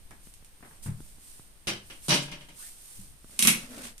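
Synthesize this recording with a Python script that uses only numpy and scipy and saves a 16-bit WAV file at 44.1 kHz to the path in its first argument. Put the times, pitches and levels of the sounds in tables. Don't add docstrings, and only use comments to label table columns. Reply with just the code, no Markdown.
import sys
import numpy as np
from scipy import signal
from scipy.fft import rfft, irfft, next_fast_len
from scipy.io import wavfile
from scipy.ndimage import map_coordinates

SR = 44100
rng = np.random.default_rng(int(sys.argv[2]) if len(sys.argv) > 2 else 0)


def file_out(sig):
    cols = np.atleast_2d(sig).T
    lim = np.clip(cols, -1, 1)
    pcm = np.round(lim * 32767).astype(np.int16)
    wavfile.write(sys.argv[1], SR, pcm)


N = 176400
RING_N = SR * 3 // 4

# (frequency [Hz], correlation [-1 to 1])
PORT_CORRELATION = [(30, .8), (150, .96), (350, .82), (700, .45), (1400, -.1), (3000, 0)]
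# (frequency [Hz], level [dB])
THUD_SPECTRUM = [(40, -44.5), (90, -21), (140, 2.5), (200, -3.5), (350, -7), (480, -13.5), (1500, -17.5),
                 (5000, -73)]
# (frequency [Hz], level [dB])
CRACK_SPECTRUM = [(200, -13), (700, -22.5), (1750, -9), (2700, 0), (4500, -3), (5600, 1.5), (7500, 2),
                  (9000, 4), (11000, 2.5), (13000, -4.5), (14500, -25)]


def amp(db):
    return 10 ** (np.asarray(db) / 20)


def unit(x):
    return x / np.sqrt(np.mean(x ** 2) + 1e-20)


def along(points, hz):
    frequencies, values = np.transpose(points)
    return np.interp(np.log(hz + 1), np.log(frequencies + 1), values)


def add(track, s, sound):
    part = track[:, round(s * SR):][:, :sound.shape[-1]]
    part += sound[..., :part.shape[-1]]


def wobble(rate):
    knots = rng.standard_normal(int(N * rate / SR) + 4)
    return map_coordinates(knots, [np.arange(N) * rate / SR])


def swells(strokes):
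    t = np.arange(N) / SR
    return np.sqrt(sum(amp(db) ** 2 * np.exp(-((t - s) / np.where(t < s, rise, fall)) ** 2)
                       for s, rise, fall, db in strokes))


def minimum_phase(gain, size):
    cepstrum = irfft(np.log(gain), size)
    cepstrum[1:size // 2] *= 2
    cepstrum[size // 2 + 1:] = 0
    return np.exp(rfft(cepstrum))


def port_angle(hz):
    return np.arccos(np.clip(along(PORT_CORRELATION, hz), -1, 1)) / 2


def coloured(pair, spectrum):
    size = 2 * next_fast_len(N * 5 // 8)
    hz = np.fft.rfftfreq(size, 1 / SR)
    response = minimum_phase(unit(amp(along(spectrum, hz))) + 1e-6, size)
    angle = port_angle(hz)
    mid, side = irfft(rfft(pair, size) * response * [np.cos(angle), np.sin(angle)])[:, :N]
    return np.array([mid + side, mid - side])


def noise(spectrum):
    return coloured(rng.standard_normal((2, N)), spectrum)


def burst(decay_s):
    pulse = rng.standard_normal((2, RING_N)) * np.exp(-np.arange(RING_N) / SR / decay_s)
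    return pulse / np.linalg.norm(pulse, axis=1, keepdims=True)


def early_reflections(tail, spread_db=4.5, merge_s=.025, arrivals_per_s=1500):
    t = np.arange(RING_N) / SR
    arrivals = t * arrivals_per_s
    knots = rng.standard_normal(int(arrivals[-1]) + 2)
    flicker = np.interp(arrivals, np.arange(len(knots)), knots)
    uneven = tail * amp(spread_db * np.exp(-t / merge_s) * flicker)
    return uneven * np.linalg.norm(tail) / np.linalg.norm(uneven)


def impacts(blows, spectrum, direct_db, burst_s, build_s=0.0025):
    # (frequency [Hz], t60 [s])
    reverberation = [(100, 0.47), (700, 0.35), (1840, 0.29), (4850, 0.29), (9000, 0.24)]
    track = np.zeros((2, N))
    build_up = 1 - np.exp(-np.arange(RING_N) / SR / build_s)
    for s, db in blows:
        hz, t, bands = signal.stft(rng.standard_normal((2, RING_N)), SR, nperseg=256)
        decay = amp(-60 * t / along(reverberation, hz)[:, None])
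        diffuse = signal.istft(bands * decay, SR, nperseg=256)[1][:, :RING_N]
        tail = early_reflections(build_up * diffuse)
        direct = amp(direct_db) * np.linalg.norm(tail[0]) * burst(burst_s)
        add(track, s, amp(db) * (tail + direct))
    return coloured(track, spectrum)


def ringing(blows, modes, scatter_db, attack_s=0.0013):
    t = np.arange(RING_N) / SR
    hz, level, t60 = np.transpose(modes)[:, :, None]
    weight = amp(level) / np.linalg.norm(amp(level))
    envelope = weight * amp(-60 * t / t60) * (1 - np.exp(-t / attack_s))
    energy = np.zeros((len(modes), N))
    for s, db in blows:
        strength = amp(db + scatter_db * rng.standard_normal(hz.shape))
        add(energy, s, (envelope * strength) ** 2)
    phase = 2 * np.pi * (hz * np.arange(N) / SR + rng.random(hz.shape))
    lead = port_angle(hz) * rng.choice([-1, 1], hz.shape)
    return np.array([np.sum(np.sqrt(energy) * np.sin(phase + side * lead), axis=0) for side in (1, -1)])


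def rippled(x, depth_db=3, spacing_hz=55):
    size = next_fast_len(N + SR // 2)
    hz = np.fft.rfftfreq(size, 1 / SR)
    knots = rng.standard_normal(int(SR / spacing_hz))
    ripple_db = depth_db * map_coordinates(knots, [hz / spacing_hz]) * hz / (hz + 800)
    return irfft(rfft(x, size) * minimum_phase(amp(ripple_db), size), size)[:, :N]


def room_hiss(level_db=-59.5):
    # (frequency [Hz], level [dB])
    hiss_spectrum = [(30, -19), (130, -4.5), (400, -9), (1000, -12), (3000, -12), (7500, -16.5), (8700, -8),
                     (11000, -13.5), (14200, -17)]
    return amp(level_db) * noise(hiss_spectrum)


def jostling():
    # (time [s], relative level [dB])
    taps = [(0.272, -53), (0.426, -60), (0.607, -56.5), (1.005, -45), (1.184, -56.5), (1.396, -53),
            (3.245, -50.5), (3.296, -57)]
    # (frequency [Hz], level [dB])
    tap_spectrum = [(40, -10), (130, 9.5), (320, 2), (600, -9.5), (1300, -11.5), (12000, -45)]
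    # (time [s], level [dB])
    rumble_levels = [(0.0, -48.5), (0.72, -59.5), (0.88, -40), (1.22, -55.5), (2.08, -52), (2.94, -58.5),
                     (2.99, -43.5), (3.19, -53), (4.0, -53.5)]
    # (frequency [Hz], level [dB])
    rumble_spectrum = [(15, 6.5), (70, -8.5), (300, -27), (1000, -74)]
    mid_impulse = np.array([[1], [0]]) * (np.arange(RING_N) == 0)
    pulses = np.zeros((2, N))
    for s, db in taps:
        add(pulses, s, amp(db + 27) * (mid_impulse + 0.83 * burst(0.0016)))
    rumble_envelope = amp(np.interp(np.arange(N) / SR, *np.transpose(rumble_levels)))
    return coloured(pulses, tap_spectrum) + rumble_envelope * noise(rumble_spectrum)


def ribbed_sleeve(peak_s=2.64, swell_s=0.038, level_db=-58):
    centre_hz, rise_hz_per_s, width_hz = 1610, 9000, 580
    t = np.arange(N) / SR - peak_s
    phase = 2 * np.pi * np.cumsum(centre_hz + rise_hz_per_s * t) / SR
    ribs = [unit(wobble(width_hz) * np.sin(phase) + wobble(width_hz) * np.cos(phase)) for _ in range(2)]
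    return swells([(peak_s, swell_s, swell_s, level_db)]) * np.array(ribs)


def cloth():
    # (peak time [s], rise [s], fall [s], level [dB])
    swishes = [(.26, 0.033, 0.051, -55), (.71, 0.073, 0.085, -58), (.832, 0.005, 0.051, -45),
               (1.06, 0.077, 0.075, -54.5), (1.29, .07, 0.12, -51), (1.89, 0.032, 0.11, -54),
               (2.063, 0.032, 0.06, -45), (2.63, 0.044, 0.071, -43.5), (2.95, 0.17, 0.11, -49),
               (3.35, 0.082, 0.14, -53)]
    # (frequency [Hz], level [dB])
    cloth_spectrum = [(200, -22), (700, -19), (5000, -9), (7500, -6.5), (8700, -1), (10000, -2),
                      (12000, -8.5), (14200, -9.5)]
    grain = amp(0.84 * wobble(220))
    return swells(swishes) * grain * noise(cloth_spectrum)


def handling():
    # (time [s], scuff level [dB], ring level [dB])
    shifts = np.array([(0.109, -51.5, -48), (.627, -50, -62), (.649, -53, -66), (0.711, -56, -65),
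                       (.861, -45, -72)])
    # (frequency [Hz], level [dB])
    scuff_spectrum = [(330, 2.5), (550, -2.5), (900, -0.5), (1750, -2.5), (2400, -6), (3500, -17),
                      (12000, -44)]
    # (frequency [Hz], level [dB], t60 [s])
    scuff_modes = [(1281, -2, .08), (1696, 0, .16), (1890, -2, .16), (2288, -7, .13)]
    # (time [s], level [dB])
    clicks = [(.108, -57), (.339, -54.5), (.447, -57.5), (3.980, -51.5)]
    # (time [s], level [dB])
    bumps = [(.860, -33), (.885, -27), (.975, -40), (2.99, -47)]
    # (frequency [Hz], level [dB], t60 [s])
    bump_modes = [(64, -10, .4), (110, -3, .3), (146, 0, .27), (190, -1, .2)]
    return (impacts(shifts[:, [0, 1]], scuff_spectrum, direct_db=-5.5, burst_s=0.0016)
            + ringing(shifts[:, [0, 2]], scuff_modes, scatter_db=1)
            + impacts(clicks, CRACK_SPECTRUM, direct_db=-0.5, burst_s=0.0018)
            + ringing(bumps, bump_modes, scatter_db=4.5))


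def scrape():
    # (peak time [s], rise [s], fall [s], hiss level [dB], judder level [dB])
    strokes = np.array([(3.33, 0.022, 0.17, -57.5, -62), (3.638, 0.052, 0.026, -48.5, -49),
                        (3.77, 0.064, 0.076, -48, -45.5), (3.853, 0.025, 0.038, -42, -74)])
    # (frequency [Hz], level [dB])
    hiss_spectrum = [(1200, 0.5), (2500, 4.5), (5000, 2), (7500, 2), (8800, 4), (11000, 2.5), (14000, -10)]
    # (frequency [Hz], level [dB])
    judder_spectrum = [(80, -19), (180, -9), (235, 2.5), (300, -9.5), (370, -11), (600, -9.5), (850, -24),
                       (1400, -15), (4000, -31.5)]
    hiss = swells(strokes[:, :4]) * amp(1.7 * wobble(240)) * noise(hiss_spectrum)
    judder = swells(strokes[:, [0, 1, 2, 4]]) * amp(1.7 * wobble(70)) * noise(judder_spectrum)
    return hiss + judder


def clacks():
    # (time [s], crack level [dB], knock level [dB], boom level [dB])
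    contacts = np.array([(3.39, -36.5, -39, -44.5), (3.392, -23.5, -36, -45), (3.4249, -20.5, -34, -36),
                         (3.435, -34, -46, -44), (3.450, -28, -28, -29), (3.4724, -16, -25, -34),
                         (3.479, -31, -22, -28.5)])
    # (frequency [Hz], level [dB])
    knock_spectrum = [(700, -20.5), (1200, -7), (1750, -4.5), (2200, 5), (3500, -4), (6000, -19)]
    # (frequency [Hz], level [dB], t60 [s])
    boom_modes = [(184, -4, .3), (222, 0, .33), (247, -7, .35)]
    # (frequency [Hz], level [dB], t60 [s])
    knock_modes = [(2131, 1, .28), (2170, -1, .22), (2480, -2, .25), (2522, 0, .28), (2602, 0, .28),
                   (2885, 5, .1)]
    # (frequency [Hz], level [dB], t60 [s])
    bright_modes = [(9132, 0, .24), (9489, -1, .24), (10857, 0, .22)]
    cracks, knocks, booms = (contacts[:, [0, column]] for column in (1, 2, 3))
    ring = amp(2) * ringing(booms, boom_modes, scatter_db=1)
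    ring += amp(-1) * ringing(knocks, knock_modes, scatter_db=1)
    snap = rippled(impacts(cracks, CRACK_SPECTRUM, direct_db=-2, burst_s=0.0018)
                   + impacts(knocks, knock_spectrum, direct_db=-3.5, burst_s=0.0045))
    ring += amp(-7.5) * ringing(cracks, bright_modes, scatter_db=7)
    thud = amp(-6) * impacts(booms, THUD_SPECTRUM, direct_db=-22, burst_s=0.0034)
    return snap + ring + thud


def seat(let_go_s=2):
    # (time [s], clatter level [dB], thud level [dB], tick level [dB])
    contacts = np.array([(1.671, -33.5, -36.5, -35.5), (1.676, -32, -38.5, -36), (1.689, -33.5, -42, -48),
                         (1.717, -46, -39.5, -68), (1.9, -43, -56.5, -73), (2.083, -52, -25.5, -31.5),
                         (2.092, -27, -27.5, -29), (2.106, -23.5, -45, -37), (2.121, -26, -24.5, -36),
                         (2.14, -27, -33, -28.5), (2.223, -45, -67, -43), (2.281, -47, -46, -59),
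                         (2.316, -39.5, -44.5, -50.5), (2.408, -50, -56, -55.5), (2.486, -51.5, -51.5, -56)])
    # (frequency [Hz], level [dB])
    clatter_spectrum = [(100, -18.5), (330, 1.5), (450, -9.5), (550, -0.5), (750, -6), (1000, -6),
                        (1300, -4.5), (2000, 0.5), (3200, 2.5), (3800, -10), (6000, -17.5), (7000, -27),
                        (14000, -31)]
    # (frequency [Hz], level [dB])
    treble_spectrum = [(2500, -41), (3700, 1), (5100, 1), (6100, -1.5), (6800, -17), (9500, -16),
                       (14000, -46)]
    # (frequency [Hz], level [dB])
    tick_spectrum = [(500, -36), (3000, 11.5), (7000, 6), (8800, 9), (11000, 3), (14000, -9)]
    # (frequency [Hz], level [dB], t60 [s])
    held_modes = [(113, -3, .45), (205, 0, .33), (335, 1, .22), (378, 1, .22), (560, 0, .2),
                  (1663, -2, .24), (3079, -3, .33)]
    # (frequency [Hz], level [dB], t60 [s])
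    low_modes = [(145, 0, .37), (177, -2, .33), (262, -12, .33), (286, -9, .35), (378, -16, .36)]
    # (frequency [Hz], level [dB], t60 [s])
    high_modes = [(578, -2, .45), (604, -1, .38), (926, 4, .29), (979, 0, .33), (1630, -5, .6),
                  (2075, -6, .5), (2440, -5, .3), (2980, -1, .45), (3075, -2, .48), (3408, -2, .45),
                  (4334, 0, .26), (4530, -1, .26), (4997, -1, .26)]
    clatters, thuds, ticks = (contacts[:, [0, column]] for column in (1, 2, 3))
    held = contacts[:, 0] < let_go_s
    hardest_db = clatters[:, 1].max()
    trebles = [(s, db - 0.5 + 0.45 * (db - hardest_db)) for s, db in clatters]
    plastic = (impacts(clatters, clatter_spectrum, direct_db=-13, burst_s=0.0015)
               + impacts(trebles, treble_spectrum, direct_db=-6, burst_s=0.0027)
               + impacts(ticks, tick_spectrum, direct_db=-6, burst_s=0.0044))
    ring = (amp(2) * ringing(thuds[held], held_modes, scatter_db=1)
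            + amp(-0.5) * ringing(thuds[~held], low_modes, scatter_db=1)
            + amp(-5.5) * ringing(clatters[~held], high_modes, scatter_db=2))
    return rippled(plastic) + ring + amp(-8) * impacts(thuds, THUD_SPECTRUM, direct_db=-2, burst_s=0.006)


def scene():
    return seat() + clacks() + scrape() + jostling() + handling() + ribbed_sleeve() + cloth() + room_hiss()


def record(dry):
    # (frequency [Hz], level difference [dB])
    balance = [(700, 2), (1300, 0.5), (4500, 1), (6500, -2), (7800, -5.5), (8700, -13.5), (9800, -2.5),
               (11000, 5.5), (12500, 3.5), (14000, 6.5)]
    peak_limit, cutoff_hz = .8, 14350
    size = next_fast_len(N + SR // 2)
    hz = np.fft.rfftfreq(size, 1 / SR)
    port_gains = amp(along(balance, hz) * np.array([[.5], [-.5]]))
    heard = irfft(rfft(dry, size) * port_gains, size)
    rounded = heard / (1 + (heard / peak_limit) ** 4) ** .25
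    low_pass = 1 / np.sqrt(1 + (hz / cutoff_hz) ** 200)
    return irfft(rfft(rounded) * low_pass, size)[:, :N]


dry = scene()
out = record(dry)
file_out(out)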